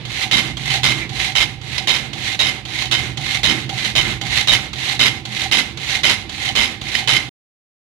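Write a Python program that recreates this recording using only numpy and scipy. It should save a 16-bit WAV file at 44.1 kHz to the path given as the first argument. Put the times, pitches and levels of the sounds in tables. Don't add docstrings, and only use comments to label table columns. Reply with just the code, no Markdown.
import sys
import numpy as np
from scipy import signal
from scipy.fft import rfft, irfft
from scipy.io import wavfile
from scipy.ndimage import uniform_filter1d

SR = 44100
rng = np.random.default_rng(int(sys.argv[2]) if len(sys.argv) > 2 else 0)


def pcm_store(signal):
    levels = np.round(np.clip(np.atleast_2d(signal), -1, 1) * 32767)
    wavfile.write(sys.argv[1], SR, levels.astype(np.int16).T)


N = 344808
TIME = np.arange(N) / SR
TAPS = 16384


def undb(db):
    return 10 ** (np.asarray(db) / 20)


def unit(x):
    return x / np.sqrt(np.mean(x ** 2))


def wobble(rate_hz):
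    hold = max(int(SR / rate_hz), 1)
    steps = np.repeat(rng.standard_normal(N // hold + 1), hold)
    return unit(uniform_filter1d(uniform_filter1d(steps, hold), hold)[:N])


def through(x, response):
    x = np.atleast_2d(x)
    return signal.fftconvolve(x, np.atleast_2d(response), axes=1)[:, :x.shape[1]]


def colour(spectrum, modes=()):
    freq_hz, level_db = np.transpose(spectrum)
    bins_hz = np.maximum(np.arange(TAPS // 2 + 1) * SR / TAPS, 1)
    power = unit(undb(np.interp(np.log(bins_hz), np.log(freq_hz), level_db))) ** 2
    for pitch_hz, t60_s, mode_db in modes:
        detune = (bins_hz - pitch_hz) * 2 * np.pi * t60_s / np.log(1000)
        peak = unit(1 / np.hypot(1, detune) / np.hypot(1, detune / 10))
        power = power + (undb(mode_db) * peak) ** 2
    cepstrum = irfft(np.log(power) / 2)
    cepstrum[1:TAPS // 2] *= 2
    cepstrum[TAPS // 2 + 1:] = 0
    return irfft(np.exp(rfft(cepstrum)))


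def stereo_noise(envelope=1, alike_hz=1050):
    left, other = rfft(envelope * rng.standard_normal((2, N)))
    freq_hz = np.arange(len(left)) * SR / N
    alike = 1 / (1 + (freq_hz / alike_hz) ** 4)
    right = alike * left + np.sqrt(1 - alike ** 2) * other
    return irfft(np.array([left, right]), N)


def resonant_noise(modes):
    total = 0
    for pitch_hz, width_hz, level_db in modes:
        b, a = signal.iirpeak(pitch_hz, pitch_hz / (2 * width_hz), fs=SR)
        band = signal.lfilter(b, a, rng.standard_normal(N))
        total = total + undb(level_db) * unit(signal.lfilter(b, a, band))
    return unit(total)


def swell(start_s, level_db, rise_db, attack_s, hold_s, release_s, change_db=0):
    gain = np.zeros(N)
    span = slice(*np.searchsorted(TIME, [start_s, start_s + attack_s + hold_s + 3 * release_s]))
    held_s = TIME[span] - start_s - attack_s
    attack_db = rise_db * np.minimum(held_s / attack_s, 0)
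    hold_db = change_db * np.clip(held_s / hold_s, 0, 1)
    release_db = 20 * np.maximum(held_s - hold_s, 0) / release_s
    gain[span] = undb(level_db + attack_db + hold_db - release_db)
    return gain


def bursts(times_s, sizes, fall_s):
    blows = np.zeros(N)
    np.add.at(blows, np.clip((np.asarray(times_s) * SR).astype(int), 0, N - 1), sizes)
    return signal.lfilter([1], [1, -np.exp(-1 / (fall_s * SR))], blows)


def linger(power, t60_s):
    keep = np.exp(-2 * np.log(1000) / (t60_s * SR))
    return signal.lfilter([1 - keep], [1, -keep], power)


def crank():
    reversals_s = np.sort([row[0] for row in CUTS + RETURNS])
    end_s = 2 * reversals_s[-1] - reversals_s[-2]
    return np.interp(TIME, np.append(reversals_s, end_s), np.arange(len(reversals_s) + 1))


def blade_speed():
    return np.abs(np.sin(np.pi * crank()))


def teeth(grit_db, depth, mid_stroke_hz=480, grain_samples=6):
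    rate_hz = mid_stroke_hz * blade_speed() * (1 + 0.1 * wobble(150))
    tooth_phase = np.cumsum(rate_hz) / SR % 1
    fractures = undb(grit_db * np.minimum(rng.exponential(size=N // grain_samples + 1), 5))
    return unit(np.repeat(fractures, grain_samples)[:N] * np.exp(-depth * tooth_phase))


# pitch_hz, t60_s, catch_db, cut_db, rub_db
STEEL_MODES = [(615, 0.12, -24.5, -33.5, -32), (973, 0.017, -19, -20, -24.5), (2104, 0.031, -7, -2, -5.5),
               (2560, .09, -26.5, -33.5, -20), (3053, .06, -3, -9, -19.5), (3780, .026, -9.5, -17, -17.5),
               (4095, 0.02, -9, -23.5, -30), (5057, 0.06, -15, -14.5, -25), (6000, 0.024, -21, -24, -21.5),
               (10250, 0.011, -37, -22.5, -34.5)]


def radiate(force, spectrum, contact, frame_t60_s, room_db, modes_db=0, room_t60_s=0.35):
    energy = linger(force ** 2, frame_t60_s) + undb(room_db) ** 2 * linger(force ** 2, room_t60_s)
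    pitch_hz, t60_s, catch_db, cut_db, rub_db = np.transpose(STEEL_MODES)
    level_db = {"catch": catch_db, "cut": cut_db, "rub": rub_db}[contact] + modes_db
    return through(stereo_noise(np.sqrt(energy)), colour(spectrum, zip(pitch_hz, t60_s, level_db)))


# time_s, hum_db, frame_db
RUMBLE_LEVELS = [(0.0, -31, -40.5), (0.15, -34, -40.5), (1.05, -31, -35), (1.6, -38.0, -44),
                 (2.0, -34.5, -37), (2.6, -40, -41.5), (3.05, -30, -37.5), (3.6, -32.5, -38),
                 (4.15, -30.5, -33.5), (4.6, -36, -41.5), (5.3, -35.5, -38), (5.9, -39.5, -39.5),
                 (6.6, -39.0, -37.5), (7.25, -35.5, -40.5)]
# freq_hz, level_db
WHIRR_SPECTRUM = [(100, -12), (350, 2), (600, -5), (900, -3.5), (1400, -9.5), (2100, 0), (4000, -2.5),
                  (6000, -19.5), (15000, -41)]


def drive(hum_hz=120.5):
    time_s, hum_db, frame_db = np.transpose(RUMBLE_LEVELS)
    cycles = np.cumsum(hum_hz * (1 + 0.01993 * wobble(14))) / SR
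    motor = unit(np.sin(2 * np.pi * cycles) + undb(-3.5) * resonant_noise([(134.5, 10.3, 0)]))
    hum = undb(np.interp(TIME, time_s, hum_db) + 2.4 * wobble(14)) * motor
    sway = undb(-0.5 + 2 * wobble(11)) * resonant_noise(STAND_MODES)
    rattle = undb(-1) * resonant_noise(PANEL_MODES)
    frame = undb(np.interp(TIME, time_s, frame_db)) * (sway + rattle)
    whirr = unit(through(stereo_noise(), colour(WHIRR_SPECTRUM)))
    whirr_db = -39.54 + 2.02 * blade_speed() + 1.8 * wobble(25)
    return hum + frame + undb(whirr_db) * whirr


# pitch_hz, width_hz, level_db
STAND_MODES = [(46, 7.6, -8), (60, 7.6, -0.5), (77.6, 8.4, 0), (101, 4.3, 0)]
PANEL_MODES = [(171, 11, 0), (208, 11, 0), (238, 18, -3), (280, 40, -3), (326, 10, -2), (365, 50, -6)]


def stand_jolts(delay_s=0.039):
    start_s, *_, thud_db, rattle_db = np.transpose(CUTS)
    t = TIME[:TAPS]
    rocking = sum(undb(db) * np.exp(-np.pi * width_hz * t) * np.sin(2 * np.pi * hz * t)
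                  for hz, width_hz, db in STAND_MODES)
    push = bursts(start_s + delay_s, undb(thud_db), fall_s=0.003)
    thuds = through(push, rocking)
    rattle = sum(swell(s, db, rise_db=10, attack_s=0.05, hold_s=0.043, release_s=0.25)
                 for s, db in zip(start_s, rattle_db))
    return thuds * push.max() / np.abs(thuds).max() + rattle * resonant_noise(PANEL_MODES)


def slide(groan_hz=773, squeak_hz=2150, squeak_s=0.99, late_s=0.088):
    setting_off = sum(swell(s, db, rise_db=12, attack_s=0.021, hold_s=0.025, release_s=0.093)
                      for s, *_, db, _ in RETURNS)
    slowing = sum(swell(s + late_s, db, rise_db=17, attack_s=0.12, hold_s=0.004, release_s=0.061)
                  for s, *_, db in RETURNS)
    in_cut = sum(swell(s, -38, rise_db=19, attack_s=0.024, hold_s=0.18, release_s=0.073, change_db=-6)
                 for s, *_ in CUTS)
    squeak_gain = swell(squeak_s, -25.5, rise_db=20, attack_s=0.026, hold_s=0.026, release_s=0.043)
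    squeak = squeak_gain * resonant_noise([(squeak_hz, 210, 0)])
    groan = (setting_off + slowing + in_cut) * resonant_noise([(groan_hz, 36, 0)])
    return groan + squeak


# freq_hz, level_db
KNOCK_SPECTRUM = [(200, -9), (1300, -6.5), (2200, -8), (3200, 5.5), (4400, 0), (5300, -12), (6500, -7),
                  (8500, -20), (13000, -28.5), (15500, -55)]


def linkage_knocks():
    return_s, knock_db, *_ = np.transpose(RETURNS)
    cut_s, *_ = np.transpose(CUTS)
    force = bursts(return_s, undb(knock_db), fall_s=0.0065) + bursts(cut_s, undb(-17.5), fall_s=0.0099)
    return radiate(force, KNOCK_SPECTRUM, "rub", frame_t60_s=0.039, room_db=-3.5, modes_db=-5)


# start_s, knock_db, drag_db, early_groan_db, late_groan_db
RETURNS = [(0.051, -23, -20, -44.5, -30.5), (0.569, -19.5, -18.5, -45, -27),
           (1.092, -24, -18.5, -37.5, -31), (1.613, -29, -24, -49, -35), (2.131, -20, -19.5, -37.5, -35.5),
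           (2.651, -22.5, -21, -40.5, -35.5), (3.172, -17.5, -19, -35.5, -33),
           (3.692, -17.5, -19, -32, -37), (4.212, -16, -16.5, -33, -33.5), (4.731, -20, -18, -45, -32),
           (5.252, -20, -20.5, -42, -34.5), (5.772, -21.5, -19.5, -46, -32.5),
           (6.293, -21, -20, -45, -32.5), (6.813, -21, -20.5, -42, -31)]
# freq_hz, level_db
DRAG_SPECTRUM = [(200, -13.5), (550, -15), (1000, -11.5), (1400, -11), (2000, 2), (2500, 0), (4100, 2),
                 (5000, -10), (6400, -10), (8000, -17), (10500, -21.5), (13500, -31.5), (15500, -36.5)]


def blade_drag(speed_power=0.63):
    pressure = sum(swell(s, db, rise_db=10.5, attack_s=0.16, hold_s=0.026, release_s=0.15)
                   for s, _, db, *_ in RETURNS)
    load = pressure * blade_speed() ** speed_power
    force = load * undb(1.5 * wobble(110)) * teeth(grit_db=3.3, depth=1.6)
    return radiate(force, DRAG_SPECTRUM, "rub", frame_t60_s=0.025, room_db=-11, modes_db=-2)


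# start_s, level_db
SNAGS = [(0.703, -18), (1.78, -12.5), (2.787, -18.5), (2.821, -14.5), (2.855, -20), (3.847, -16),
         (5.417, -15.5), (6.488, -18), (6.951, -10)]


def tooth_snags():
    start_s, level_db = np.transpose(SNAGS)
    force = bursts(start_s, undb(level_db), fall_s=0.004)
    return radiate(force, DRAG_SPECTRUM, "catch", frame_t60_s=0.012, room_db=-8, modes_db=3)


# freq_hz, level_db
GLIDE_SPECTRUM = [(150, -12.5), (300, -4.5), (550, -13), (1300, -10), (2050, -5), (2800, -4), (4000, -4),
                  (5000, -17), (6500, -16), (10000, -26.5), (13500, -35), (15500, -48)]


def blade_glide(speed_power=1.81):
    start_s, *_, glide_db, _, _ = np.transpose(CUTS)
    stroke = crank().astype(int)
    forward_strokes = np.rint(np.interp(start_s, TIME, crank())).astype(int)
    pressure = np.zeros(stroke[-1] + 1)
    pressure[forward_strokes] = undb(glide_db)
    load = pressure[stroke] * blade_speed() ** speed_power
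    force = load * undb(0.45 * wobble(70)) * teeth(grit_db=3, depth=1)
    return radiate(force, GLIDE_SPECTRUM, "rub", frame_t60_s=0.032, room_db=-10.5, modes_db=1)


def blade_ring(pitch_hz=3780, width_hz=55):
    gain = sum(swell(s, db, rise_db=16.5, attack_s=0.0074, hold_s=0.036, release_s=0.055)
               for s, _, _, _, db, *_ in CUTS)
    return gain * np.array([resonant_noise([(pitch_hz, width_hz, 0)]) for _ in range(2)])


def bow_chatter(rate_hz=108, catches=11):
    start_s = np.array(CUTS)[:, :1]
    scatter = rng.standard_normal((len(CUTS), 2, catches))
    gaps_s = np.abs(1 + scatter[:, 0] * np.linspace(0.02, 0.36, catches)) / rate_hz
    catch_s = start_s + np.cumsum(gaps_s, axis=1) - gaps_s
    sizes = undb(scatter[:, 1]) * np.linspace(2.4, 0.7, catches)
    return bursts(catch_s.ravel(), sizes.ravel(), fall_s=0.0027)


# start_s, bite_db, surge_db, length_s, ring_db, glide_db, thud_db, rattle_db
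CUTS = [(0.312, -14.5, -14.5, 0.081, -15.5, -25.5, -23.5, -28.5),
        (0.832, -14.5, -17, 0.089, -20, -25, -25, -30.5), (1.352, -15, -14, .075, -22, -35.5, -21.5, -41),
        (1.872, -15.5, -16.5, 0.092, -19.5, -28, -26, -45),
        (2.391, -16, -18.5, .103, -14.5, -30, -28, -39.5), (2.912, -15.5, -23, 0.089, -22, -27, -30, -44.5),
        (3.432, -15, -15, 0.083, -18, -25, -23, -28), (3.952, -16, -18.5, 0.067, -21, -23, -22.5, -31),
        (4.473, -16, -12.5, 0.078, -14, -28, -19, -35), (4.993, -15, -13, 0.085, -16, -30, -31, -34),
        (5.513, -14.5, -14, 0.087, -25, -31, -35, -33.5), (6.033, -14, -12.5, 0.091, -40, -30, -33, -35.5),
        (6.552, -16, -14, .093, -44, -29, -25, -34.5), (7.074, -14.5, -14, 0.095, -44, -30, -26, -36.5)]
# freq_hz, level_db
CUT_SPECTRUM = [(100, -15), (250, -8), (550, -10.5), (900, -9.5), (1500, -5.5), (2050, -1.5), (2600, 2),
                (3800, 2), (4600, -6), (6500, -9.5), (8500, -18.5), (10500, -21.5), (13500, -29),
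                (15500, -44)]


def cutting(surge_delay_s=0.041, surge_attack_s=0.017):
    bite = surge = scrape = 0
    for start_s, bite_db, surge_db, length_s, *_ in CUTS:
        bite += swell(start_s, bite_db, rise_db=5.5, attack_s=0.009, hold_s=0.029, release_s=0.033)
        surge += swell(start_s + surge_delay_s, surge_db, rise_db=7.5, attack_s=surge_attack_s,
                       hold_s=length_s - surge_delay_s - surge_attack_s, release_s=0.048)
        scrape += swell(start_s, -5.5, rise_db=6, attack_s=0.019, hold_s=0.18, release_s=0.05, change_db=6)
    load = np.hypot(bite, surge)
    chatter = radiate(load * bow_chatter(), CUT_SPECTRUM, "catch", frame_t60_s=0.021, room_db=-15.5)
    rasp_force = load * scrape * teeth(grit_db=4, depth=0.5)
    return chatter + radiate(rasp_force, CUT_SPECTRUM, "cut", frame_t60_s=0.0081, room_db=-11)


def scene():
    forward = cutting() + blade_ring() + blade_glide()
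    return forward + linkage_knocks() + blade_drag() + tooth_snags() + slide() + drive() + stand_jolts()


# freq_hz, left_minus_right_db
BALANCE = [(60, -10.5), (110, -9.5), (200, -12.5), (380, -8.5), (700, -9), (1290, -2.5), (2380, -13.5),
           (4400, -7.5), (8120, -7.5), (15000, 0.5)]
# time_s, left_minus_right_db
BALANCE_DRIFT = [(0.0, -9.5), (0.86, -8.5), (1.2, -9.5), (1.96, -11.0), (2.4, -9.5), (2.78, -10),
                 (3.81, -9), (5.05, -9), (5.499, -9), (6.09, -9.5), (7.2, -8.5)]


def record(dry, left_lag_s=0.00007, low_hz=33, top_hz=15300, stop_s=7.292):
    bins_hz = np.arange(N // 2 + 1) * SR / N
    freq_hz, balance_db = np.transpose(BALANCE)
    tilt = undb(np.interp(bins_hz, freq_hz, balance_db))
    lag = np.exp(-2j * np.pi * bins_hz * left_lag_s)
    response = np.array([tilt * lag, np.ones_like(tilt)]) * np.sqrt(2 / (1 + tilt ** 2))
    heard = irfft(rfft(dry) * response, N)
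    time_s, drift_db = np.transpose(BALANCE_DRIFT)
    pan_db = np.interp(TIME, time_s, drift_db - drift_db.mean())
    heard = heard * undb([0.85 * pan_db, -0.15 * pan_db])
    heard = signal.sosfilt(signal.butter(4, low_hz, "high", fs=SR, output="sos"), heard)
    heard = np.clip(heard, -1, 1) * (TIME < stop_s)
    return signal.sosfilt(signal.ellip(10, 0.2, 80, top_hz, fs=SR, output="sos"), heard)


dry = scene()
out = record(dry)
pcm_store(out)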